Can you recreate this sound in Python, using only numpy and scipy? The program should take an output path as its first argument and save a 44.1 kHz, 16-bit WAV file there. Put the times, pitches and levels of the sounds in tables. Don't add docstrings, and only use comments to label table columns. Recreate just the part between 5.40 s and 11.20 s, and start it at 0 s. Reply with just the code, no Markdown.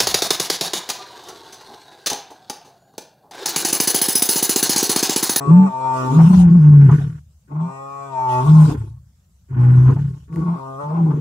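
import sys
import numpy as np
from scipy import signal
from scipy.io import wavfile
from scipy.ndimage import uniform_filter1d, minimum_filter1d

SR = 44100
rng = np.random.default_rng(int(sys.argv[2]) if len(sys.argv) > 2 else 0)


def persist_wave(psi):
    counts = np.round(np.clip(psi, -1, 1) * 32767).astype(np.int16)
    wavfile.write(sys.argv[1], SR, np.atleast_2d(counts).T)


N = 255988


def gain_of(db):
    return 10 ** (np.asarray(db) / 20)


def evened(x):
    return x / np.sqrt(np.mean(x ** 2) + 1e-20)


def read(points, hz):
    f, value = np.transpose(points)
    return np.interp(np.log(hz + 1), np.log(f + 1), value)


def played(rows):
    s, *columns = np.transpose(rows)
    n = np.arange(round(s[0] * SR), min(round(s[-1] * SR), N))
    return slice(n[0], n[-1] + 1), [np.interp(n / SR, s, c) for c in columns]


def fade(n):
    return signal.windows.tukey(n, min(1, 900 / n))


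def along(tables):
    out, gate = np.zeros((len(tables[0][0]) - 1, N)), np.zeros(N)
    for rows in tables:
        at, columns = played(rows)
        out[:, at] = columns
        gate[at] = fade(len(columns[0]))
    return gate, *out


def wander(n, span):
    return evened(uniform_filter1d(uniform_filter1d(rng.standard_normal(n), span), span))


def resonate(x, hz, width):
    turn = np.exp(2j * np.pi * np.cumsum(hz * np.ones(x.shape[-1])) / SR)
    r = np.exp(-np.pi * width / SR)
    shifted = x * turn.conj() + 1e-18
    smooth = signal.lfilter([(1 - r) ** 2], np.convolve([1, -r], [1, -r]), shifted)
    return 2 * (turn * smooth).real


def throat(x, modes):
    return sum((-1) ** k * gain_of(db) * resonate(x, hz, w) for k, (hz, w, db) in enumerate(modes))


def coloured(spectrum, same, patchy_db):
    frames, hz = N // 256 + 5, np.fft.rfftfreq(1024, 1 / SR)
    a, b, c, d, patches = rng.standard_normal((frames, 513, 5)).T
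    patches = evened(uniform_filter1d(uniform_filter1d(patches, 12, 0), 8, 1))
    same = np.clip(same(hz), -1, 1)[:, None]
    left, other = a + 1j * b, c + 1j * d
    z = np.array([left, same * left + np.sqrt(1 - same ** 2) * other])
    z *= gain_of(read(spectrum, hz)[:, None] + patchy_db * patches)
    return evened(signal.istft(z, nperseg=1024, noverlap=768)[1][:, :N])


def scattered(x):
    # delay in seconds, left level in dB, right level in dB
    returns = [(.0007, -19, -23.5), (.0016, -6.5, -2.5), (.0031, -18, -2.5), (.0054, -5.5, 0),
               (.0090, -4.5, -8.5), (0.015, -15.5, -15.5)]
    out = np.zeros((2, N))
    for s, left_db, right_db in returns:
        late = np.interp(np.arange(N) - s * SR, np.arange(N), x, left=0)
        out += [gain_of(left_db) * late, -gain_of(right_db) * late]
    trunks = signal.sosfilt(signal.butter(2, 330, "high", fs=SR, output="sos"), out)
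    return np.array([x, x]) + trunks


def still_air():
    # frequency in Hz, relative level in dB per Hz
    spectrum = [(24, -51), (40, -23.5), (150, 7.5), (260, -24), (522, -22.5), (2450, -32.5), (4460, -30.5),
                (5050, -29.5), (7340, -25.5), (8520, -31.5), (15500, -34.5)]
    # frequency in Hz, left-right likeness from 0 to 1
    likeness = [(60, 0.99), (300, 0.93), (1000, .2), (8000, 0.093)]
    level_db = -58.5
    return gain_of(level_db) * coloured(spectrum, lambda hz: read(likeness, hz), patchy_db=2.5)


def moan(rows, octave_db, fourth_db, treble_db, halves):
    # frequency in Hz, level in dB
    response = [(500, -3.5), (650, 12), (780, -7.5), (1130, 7.5), (1400, -4.5), (1550, -13), (1700, -37),
                (1900, -11.5), (2150, -36.5), (2350, -16), (2600, -21.5), (2850, -40), (3400, -32),
                (4600, -41), (5600, -29.5), (6600, -38), (7600, -25.5)]
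    at, (hz, db, root_db, lips) = played(rows)
    lips_round = lips.clip(0, 1)
    # Hz, lift in dB, share
    mouths = (1100, 9.9, 1 - lips_round), (887, 34.2, lips_round)
    low_db = -12.5 + 0.75 * root_db
    turns = np.cumsum(hz * (1 + .002 * wander(len(hz), 200))) / SR
    angle = 2 * np.pi * turns
    upper, power, n = 0, 0, np.arange(len(hz))
    slow = n[::32]
    for k in range(4, 62):
        k_hz = k * hz[slow]
        lift_db = sum(share[slow] * top_db / (1 + ((k_hz - mouth_hz) / 52) ** 2)
                      for mouth_hz, top_db, share in mouths)
        boost_db = treble_db * (k > 12) + fourth_db * (k == 4)
        size = gain_of(read(response, k_hz) + lift_db + boost_db)
        drift = gain_of(min(2.2 + .14 * k, 5) * wander(len(slow), 100))
        hoarse = 1 + .14 * wander(len(slow), 3)
        strength = np.interp(n, slow, size * drift * hoarse)
        upper = upper + strength * np.cos(k * angle - 0.14 * k * k)
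        power = power + size ** 2 / 2
    upper = gain_of(db) * upper / np.interp(n, slow, np.sqrt(power))
    octave = gain_of(octave_db + 2 * wander(len(hz), 2500)) * np.cos(2 * angle)
    low = np.sqrt(2) * (np.cos(3 * angle) + octave)
    low *= 1 + 0.042 * wander(len(hz), 200)
    root = np.sqrt(2) * gain_of(root_db) * np.cos(angle)
    pulses = 1 + halves * np.cos(np.pi * turns)
    return at, fade(len(hz)) * ((upper + gain_of(low_db) * low) * pulses + root)


def clear_moans():
    # time in seconds, pitch in Hz, level of the upper overtones in dB,
    # level of the fundamental in dB, lips from 0 (wide) to 1 (round)
    tables = [
        [(0, 138.9, -31, -33.5, 0.73), (.085, 139.7, -36.5, -30, 0.4), (.135, 149.2, -29, -37.5, 0.7),
         (.255, 145.8, -30.5, -32, 0.72), (.295, 129, -33.5, -46, 0.67), (.45, 131.1, -21.5, -34, 1),
         (.54, 129.4, -26, -31.5, 0.64), (.61, 128.9, -27, -27, 0.01), (.7, 128.6, -28.5, -22.5, 0.74),
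         (.79, 136.6, -39.5, -22, 0.49)],
        [(2.2, 127.2, -38.5, -44, 0.65), (2.31, 134.2, -38.5, -41, 0.77), (2.5, 138, -40.5, -46, 0.66),
         (2.655, 138.5, -37, -43, 0.74), (2.71, 134.8, -38, -39, 0.98), (2.775, 129.6, -27, -39.5, 0.81),
         (2.93, 125.8, -22, -25.5, 0.72), (3.0, 126.7, -22.5, -21, 0.67), (3.07, 133.8, -52, -22.5, 0.8)],
        [(5.15, 135.4, -47.5, -42.5, 0.2), (5.21, 133.2, -35, -38.5, 1), (5.375, 134.4, -39, -37.5, 0),
         (5.405, 144.7, -31, -38.5, 0.03), (5.47, 146.4, -30.5, -48.5, 0.76), (5.54, 158, -47, -34, 0.83)],
        [(4.15, 119.5, -54.5, -34.5, .8), (4.22, 118.2, -44, -37, 0.87), (4.47, 118.9, -54.5, -34.5, 0.7)],
    ]
    # second multiple of the pitch over the third in dB, boost of the fourth in dB,
    # boost above the twelfth in dB, contrast of strong and weak pulses from 0 to 1
    colours = [(-1.5, 1.6, 3.5, 0.11), (-8, 0, 4, 0), (-5, 5, -8, .02), (5.5, 12.5, 2, 0.58)]
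    out = np.zeros(N)
    for rows, colour in zip(tables, colours):
        at, sound = moan(rows, *colour)
        out[at] = sound
    return out


def breath(turns):
    # start in seconds, end in seconds, level at the start in dB, level at the end in dB
    rushes = [(0, 0.52, -60, -55), (0.543, 1.022, -47.5, -41.5), (1.081, 1.482, -58, -54),
              (1.516, 1.798, -47.5, -67.5), (2.213, 2.86, -65, -59), (2.895, 3.325, -45, -43),
              (3.378, 3.497, -56, -66), (4.199, 4.55, -57.5, -55.5), (4.59, 4.85, -59, -68),
              (4.936, 5.807, -60, -62.5)]
    # frequency in Hz, relative level in dB per Hz
    spectrum = [(1530, -37), (2600, -4), (3450, -5.5), (4550, -9.5), (4980, -7), (7510, -7.5),
                (13500, -18.5), (15500, -29.5)]
    rise, fall = 610, 440
    t = np.arange(N) / SR
    db = np.max([np.interp(t, [a, b], [a_db, b_db]) - rise * (a - t).clip(0) - fall * (t - b).clip(0)
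                 for a, b, a_db, b_db in rushes], axis=0)
    noise = coloured(spectrum, lambda hz: 0 * hz, patchy_db=4.0)
    pulse = 1 + 0.12 * np.cos(2 * np.pi * turns)
    return gain_of(db + 0.68 * wander(N, 500)) * pulse * noise


def hoarse_multiples(turns, rough, puffs):
    hz = uniform_filter1d(np.gradient(turns), 1500) * SR
    low, power = 0, 0
    for k in (2, 3, 4):
        size = 1 / (1 + ((k * hz - 310) / 120) ** 4)
        hoarse = .9 + .35 * wander(N, 200) + .5 * np.array([wander(N, 260), wander(N, 260)])
        low = low + size * hoarse * np.cos(2 * np.pi * k * turns)
        power = power + size ** 2 / 2
    band = signal.butter(4, [200, 420], "band", fs=SR, output="sos")
    churn = signal.sosfilt(band, puffs[0] + 1.2 * puffs)
    share = (0.1 + 0.42 * rough).clip(0, 1)
    return np.sqrt(1 - share) * low / np.sqrt(power) + np.sqrt(share) * evened(churn)


def rasp(loss_db, turns):
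    # time in seconds, rasp in dB, mouth resonance in Hz,
    # upper throat in dB, overtones of the chest in dB, roughness from 0 to 1
    stretches = [
        [(.04, -64.5, 906, -74, -33.5, 0.5), (.106, -36, 913, -46, -23.5, 0.8),
         (.16, -51.5, 865, -48, -46.5, 0.2), (.3, -43.5, 900, -58, -44.5, .5)],
        [(.62, -49.5, 914, -62, -36, 0.5), (.8, -26, 945, -39, -27.5, 0.8), (1.03, -36.5, 763, -46.5, -43, 1),
         (1.09, -44.5, 893, -48.5, -31, .4), (1.2, -44.5, 901, -51, -36.5, .3),
         (1.45, -42.5, 860, -41, -29, .35), (1.53, -40.5, 941, -36.5, -26, 0.5), (1.8, -65, 936, -60, -59, 0.7)],
        [(2.07, -77.5, 913, -71, -62, 0.5), (2.124, -40, 895, -63, -38.5, 0.9),
         (2.29, -41, 880, -67, -70.5, 0.8), (2.38, -60, 914, -77, -77, 0.4)],
        [(2.98, -32.5, 906, -72, -48, 0.7), (3.07, -28.5, 916, -47.5, -33.5, 0.8),
         (3.26, -33, 832, -45, -33.5, 0.9), (3.29, -32, 912, -41, -21, 0), (3.36, -42, 842, -48.5, -28, 0.5),
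         (3.385, -46, 868, -51.5, -49, 0.9), (3.44, -52, 893, -61, -41.5, 0.8), (3.6, -71, 901, -88.5, -82, 0)],
        [(4.08, -81.5, 935, -70.5, -66, .6), (4.11, -61, 965, -56.5, -43, 0.9),
         (4.2, -40.5, 863, -44, -49, 0.35), (4.32, -45.5, 833, -43.5, -40.5, 0.4),
         (4.46, -39.5, 843, -47.5, -44, 0.6), (4.5, -53.5, 877, -48.5, -19.5, 0.7),
         (4.62, -54, 875.5, -48.5, -44, 0.4), (4.755, -56, 888, -62, -50.5, .5),
         (4.865, -74, 868, -72, -75, 0.2)],
        [(4.87, -72, 921, -72, -58, 0.2), (4.978, -38.5, 924, -49.5, -27.5, 0.3),
         (5.16, -35.5, 904, -59, -43.5, 0.6), (5.23, -47, 950, -61, -64, 0.6)],
        [(5.46, -48, 951, -65, -49, 0.6), (5.55, -28, 869, -56.5, -37, 0.7), (5.65, -41.5, 786, -59, -32, 0.8),
         (5.72, -35.5, 877, -59, -27.5, .6), (5.8, -50, 908, -52, -28, 0.9)],
    ]
    # multiple of the mouth resonance, width in Hz, level in dB
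    mouth_modes = [(.7, 64, -8.5), (1.0, 65, -5), (1.23, 43, 0.5), (1.1, 456, -10)]
    # frequency in Hz, width in Hz, level in dB
    upper_modes = [(1451, 240, 4), (1870, 570, -5), (2510, 380, -13.5), (3000, 390, -14)]
    gate, db, mouth_hz, upper_db, low_db, rough = along(stretches)
    uneven = turns + .07 * rough * wander(N, 200)
    slaps = np.diff(np.floor(uneven), prepend=0).clip(0, 1)
    slaps = slaps * gain_of(1.5 * rng.standard_normal(N))
    puffs = (0.36 + np.exp(-(uneven % 1) / 2.5)) * rng.standard_normal((2, N))
    share = rough.clip(0, 1)
    drive = np.sqrt(1 - share) * evened(scattered(slaps)) + np.sqrt(share) * evened(puffs)
    drive = drive * gain_of(-.8 * loss_db)
    main = evened(throat(drive, [(m * mouth_hz, w, mode_db) for m, w, mode_db in mouth_modes]))
    main = main * gain_of(2.0 * wander(N, 900))
    upper = evened(throat(drive, upper_modes)) * gain_of(2.1 * wander(N, 900))
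    low = hoarse_multiples(turns, rough, puffs)
    return gate * (gain_of(db) * main + gain_of(upper_db) * upper + gain_of(low_db - .5 * loss_db) * low)


def swell(start, top, end, top_db, first_hz, last_hz, haste, slowness):
    s = np.linspace(start, end, num=40)
    arch = np.sin(np.pi / 2 * np.interp(s, [start, top, end], [0, 1, 2])).clip(1e-3)
    db = top_db + 20 * np.log10(arch) * np.where(s < top, slowness, 2)
    hz = last_hz - (last_hz - first_hz) * ((end - s) / (end - start)) ** haste
    return np.c_[s, hz, db]


def with_tail(rows):
    tail_s, tail_db, bend, tail_hz = .29, -42.5, 1.86, 142
    s, hz, db = rows[-1]
    u = np.linspace(0, 1, num=12)[1:]
    return np.r_[rows, np.c_[s + tail_s * u, hz + (tail_hz - hz) * u, db + tail_db * u ** bend]]


def chest(loss_db, slip):
    # start, top and end in seconds, top level in dB, first and last pitch in Hz,
    # haste of the glide, slowness of the rise
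    short_swells = [(.062, 0.146, .33, -4.5, 133.5, 192.5, 3.0, 1.34),
                    (2.069, 2.194, 2.335, -19.5, 135.7, 181.6, 1.05, 2.8),
                    (4.892, 5.094, 5.2, -18, 148.7, 170, 3.0, 0.66)]
    # time in seconds, pitch in Hz, level in dB
    roars = [
        [(.69, 133.8, -37), (.735, 142, -16), (.782, 165.3, -3), (.846, 158, -3.5), (.9, 184.3, -5),
         (1.012, 179.9, -7), (1.108, 165, -8.5), (1.16, 180.8, -6), (1.206, 152.2, -9.5), (1.318, 147.2, -3),
         (1.49, 136, -4), (1.542, 150.7, -8), (1.59, 140.7, -14.5)],
        [(3.02, 137.5, -34), (3.086, 150.2, -9.5), (3.122, 156.6, -3.5), (3.238, 155.9, -6),
         (3.278, 144.7, -10), (3.34, 142.9, -27.5), (3.4, 111.2, -19.5), (3.47, 108.8, -31)],
        [(4.08, 128.8, -75), (4.112, 126.8, -22), (4.156, 121.4, -18.5), (4.186, 123.7, -13), (4.284, 124, -9),
         (4.48, 128.5, -8.5), (4.59, 137, -13.5)],
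        [(5.43, 149.2, -33), (5.5, 152.8, -27), (5.554, 168.3, -20), (5.616, 168.1, -13.5), (5.7, 151.8, -14),
         (5.784, 147.6, -22)],
    ]
    # peak time in seconds, peak level in dB, slope on either side in dB per second
    flaps = [(1.009, -20.5, 99), (1.59, -30, 57), (3.33, -21, 76), (4.551, -28, 46), (4.99, -34.5, 183),
             (5.731, -37.5, 157)]
    gate, hz, db = along([with_tail(rows) for rows in roars] + [swell(*row) for row in short_swells])
    hz[hz == 0] = 135
    turns = np.cumsum(hz * (1 + .008 * wander(N, 300))) / SR + slip
    level = np.sqrt(2) * gain_of(db - loss_db + 1.1 * wander(N, 350))
    tone = gate * level * np.sin(2 * np.pi * turns)
    tone += gate * gain_of(db - loss_db - 40.5) * np.cos(2 * 2 * np.pi * turns)
    t = np.arange(N) / SR
    rumble_db = np.max([peak_db - slope * abs(t - s) for s, peak_db, slope in flaps], axis=0)
    rumble = evened(resonate(rng.standard_normal(N), hz=72, width=30))
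    return tone + gain_of(rumble_db - 0.85 * loss_db) * rumble, turns


def chest_sides(tone):
    # time in seconds, lateness of the left side in microseconds
    lateness = [(0, 190.5), (2.4, 7), (2.949, 49), (3.099, -170), (3.601, -100), (4.099, 133.5), (4.8, 127),
                (4.951, 5.5)]
    s, lag = np.transpose(lateness)
    n = np.arange(N)
    late = np.interp(n - np.interp(n / SR, s, lag) * SR / 10 ** 6, n, tone)
    return np.array([late * gain_of(0.72), tone])


def catches():
    # start in seconds, level in dB, frequency in Hz
    bursts = [(0.785, -16.5, 806), (1.14, -39.5, 684), (1.491, -22, 1010), (1.518, -31, 1070),
              (1.599, -39, 748), (3.293, -25, 880), (4.119, -42.5, 961), (4.476, -25.5, 1030),
              (4.494, -27.5, 1030), (4.561, -32.5, 874), (5.704, -29.5, 1046)]
    out, t = np.zeros((2, N)), np.arange(3000) / SR
    for s, db, hz in bursts:
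        shared, sides = rng.standard_normal(3000), rng.standard_normal((2, 3000))
        shape = (1 - np.exp(-t / .004)) * gain_of(db - 60 * t / 0.14)
        out[:, round(s * SR):][:, :3000] += shape * evened(resonate(shared + .6 * sides, hz, 420))
    return out


def throbs():
    # first and last time in seconds, beats per second, depth in dB
    growls = [(0.826, .97, 30, 6.5), (1.575, 1.87, 35.9, 11), (3.272, 3.72, 31.5, 12),
              (4.548, 4.86, 33.5, 14)]
    # time in seconds, depth in dB
    breaks = [(0.892, 7.5), (1.101, 6.5), (1.48, 8.5), (1.507, 20), (1.569, 10), (4.128, 8), (4.161, 10),
              (4.512, 10), (4.542, 10.5), (4.912, 10.5), (4.953, 14), (5.012, 7.5), (5.047, 11.5),
              (5.727, 14)]
    slip_s, spread = .003, .25
    t, loss_db, slip = np.arange(N) / SR, np.zeros(N), np.zeros(N)
    drops = [(*row, rng.uniform(-1, 1)) for row in breaks]
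    for first, last, rate, depth_db in growls:
        for k, (a, b, chance) in enumerate(rng.uniform(-1, 1, (20, 3))):
            beat = first + k / rate
            if beat < last:
                drops.append((beat + slip_s * a, depth_db * (1 + spread * b), chance))
    for s, depth_db, chance in drops:
        near = slice(round((s - .03) * SR), round((s + .03) * SR))
        bump = np.exp(-((t[near] - s) / .0075) ** 2)
        loss_db[near] += depth_db * bump
        slip[near] += chance * min(depth_db / 30, .5) * bump / bump.sum()
    return loss_db, np.cumsum(slip)


def ticks():
    # start in seconds, starting level in dB, frequency in Hz
    snaps = [(4.9277, -43, 1990), (4.96, -32, 1950)]
    out, t = np.zeros((2, N)), np.arange(400) / SR
    for s, db, hz in snaps:
        snap = np.sin(2 * np.pi * hz * t) + 0.35 * rng.standard_normal((2, 400))
        out[:, round(s * SR):][:, :400] += gain_of(db - 60 * t / 0.0073) * snap
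    return out


def scene():
    loss_db, slip = throbs()
    tone, turns = chest(loss_db, slip)
    upper = scattered(clear_moans()) + rasp(loss_db, turns)
    upper = upper + .4 * np.array([[1], [-1]]) * resonate(upper, hz=950, width=1100)
    return chest_sides(tone) + upper + catches() + breath(turns) + ticks() + still_air()


def record(dry):
    ceiling, edge_hz = .957, 15730
    heard = signal.sosfilt(signal.butter(3, 56, "high", fs=SR, output="sos"), dry)
    room = minimum_filter1d(np.minimum(1, ceiling / (abs(heard).max(0) + 1e-9)), 801)
    held = heard * uniform_filter1d(room, 400)
    lowpass = signal.firwin(511, edge_hz, window=("kaiser", 9), fs=SR)
    return signal.oaconvolve(held, lowpass[None], "same")


dry = scene()
out = record(dry)
persist_wave(out)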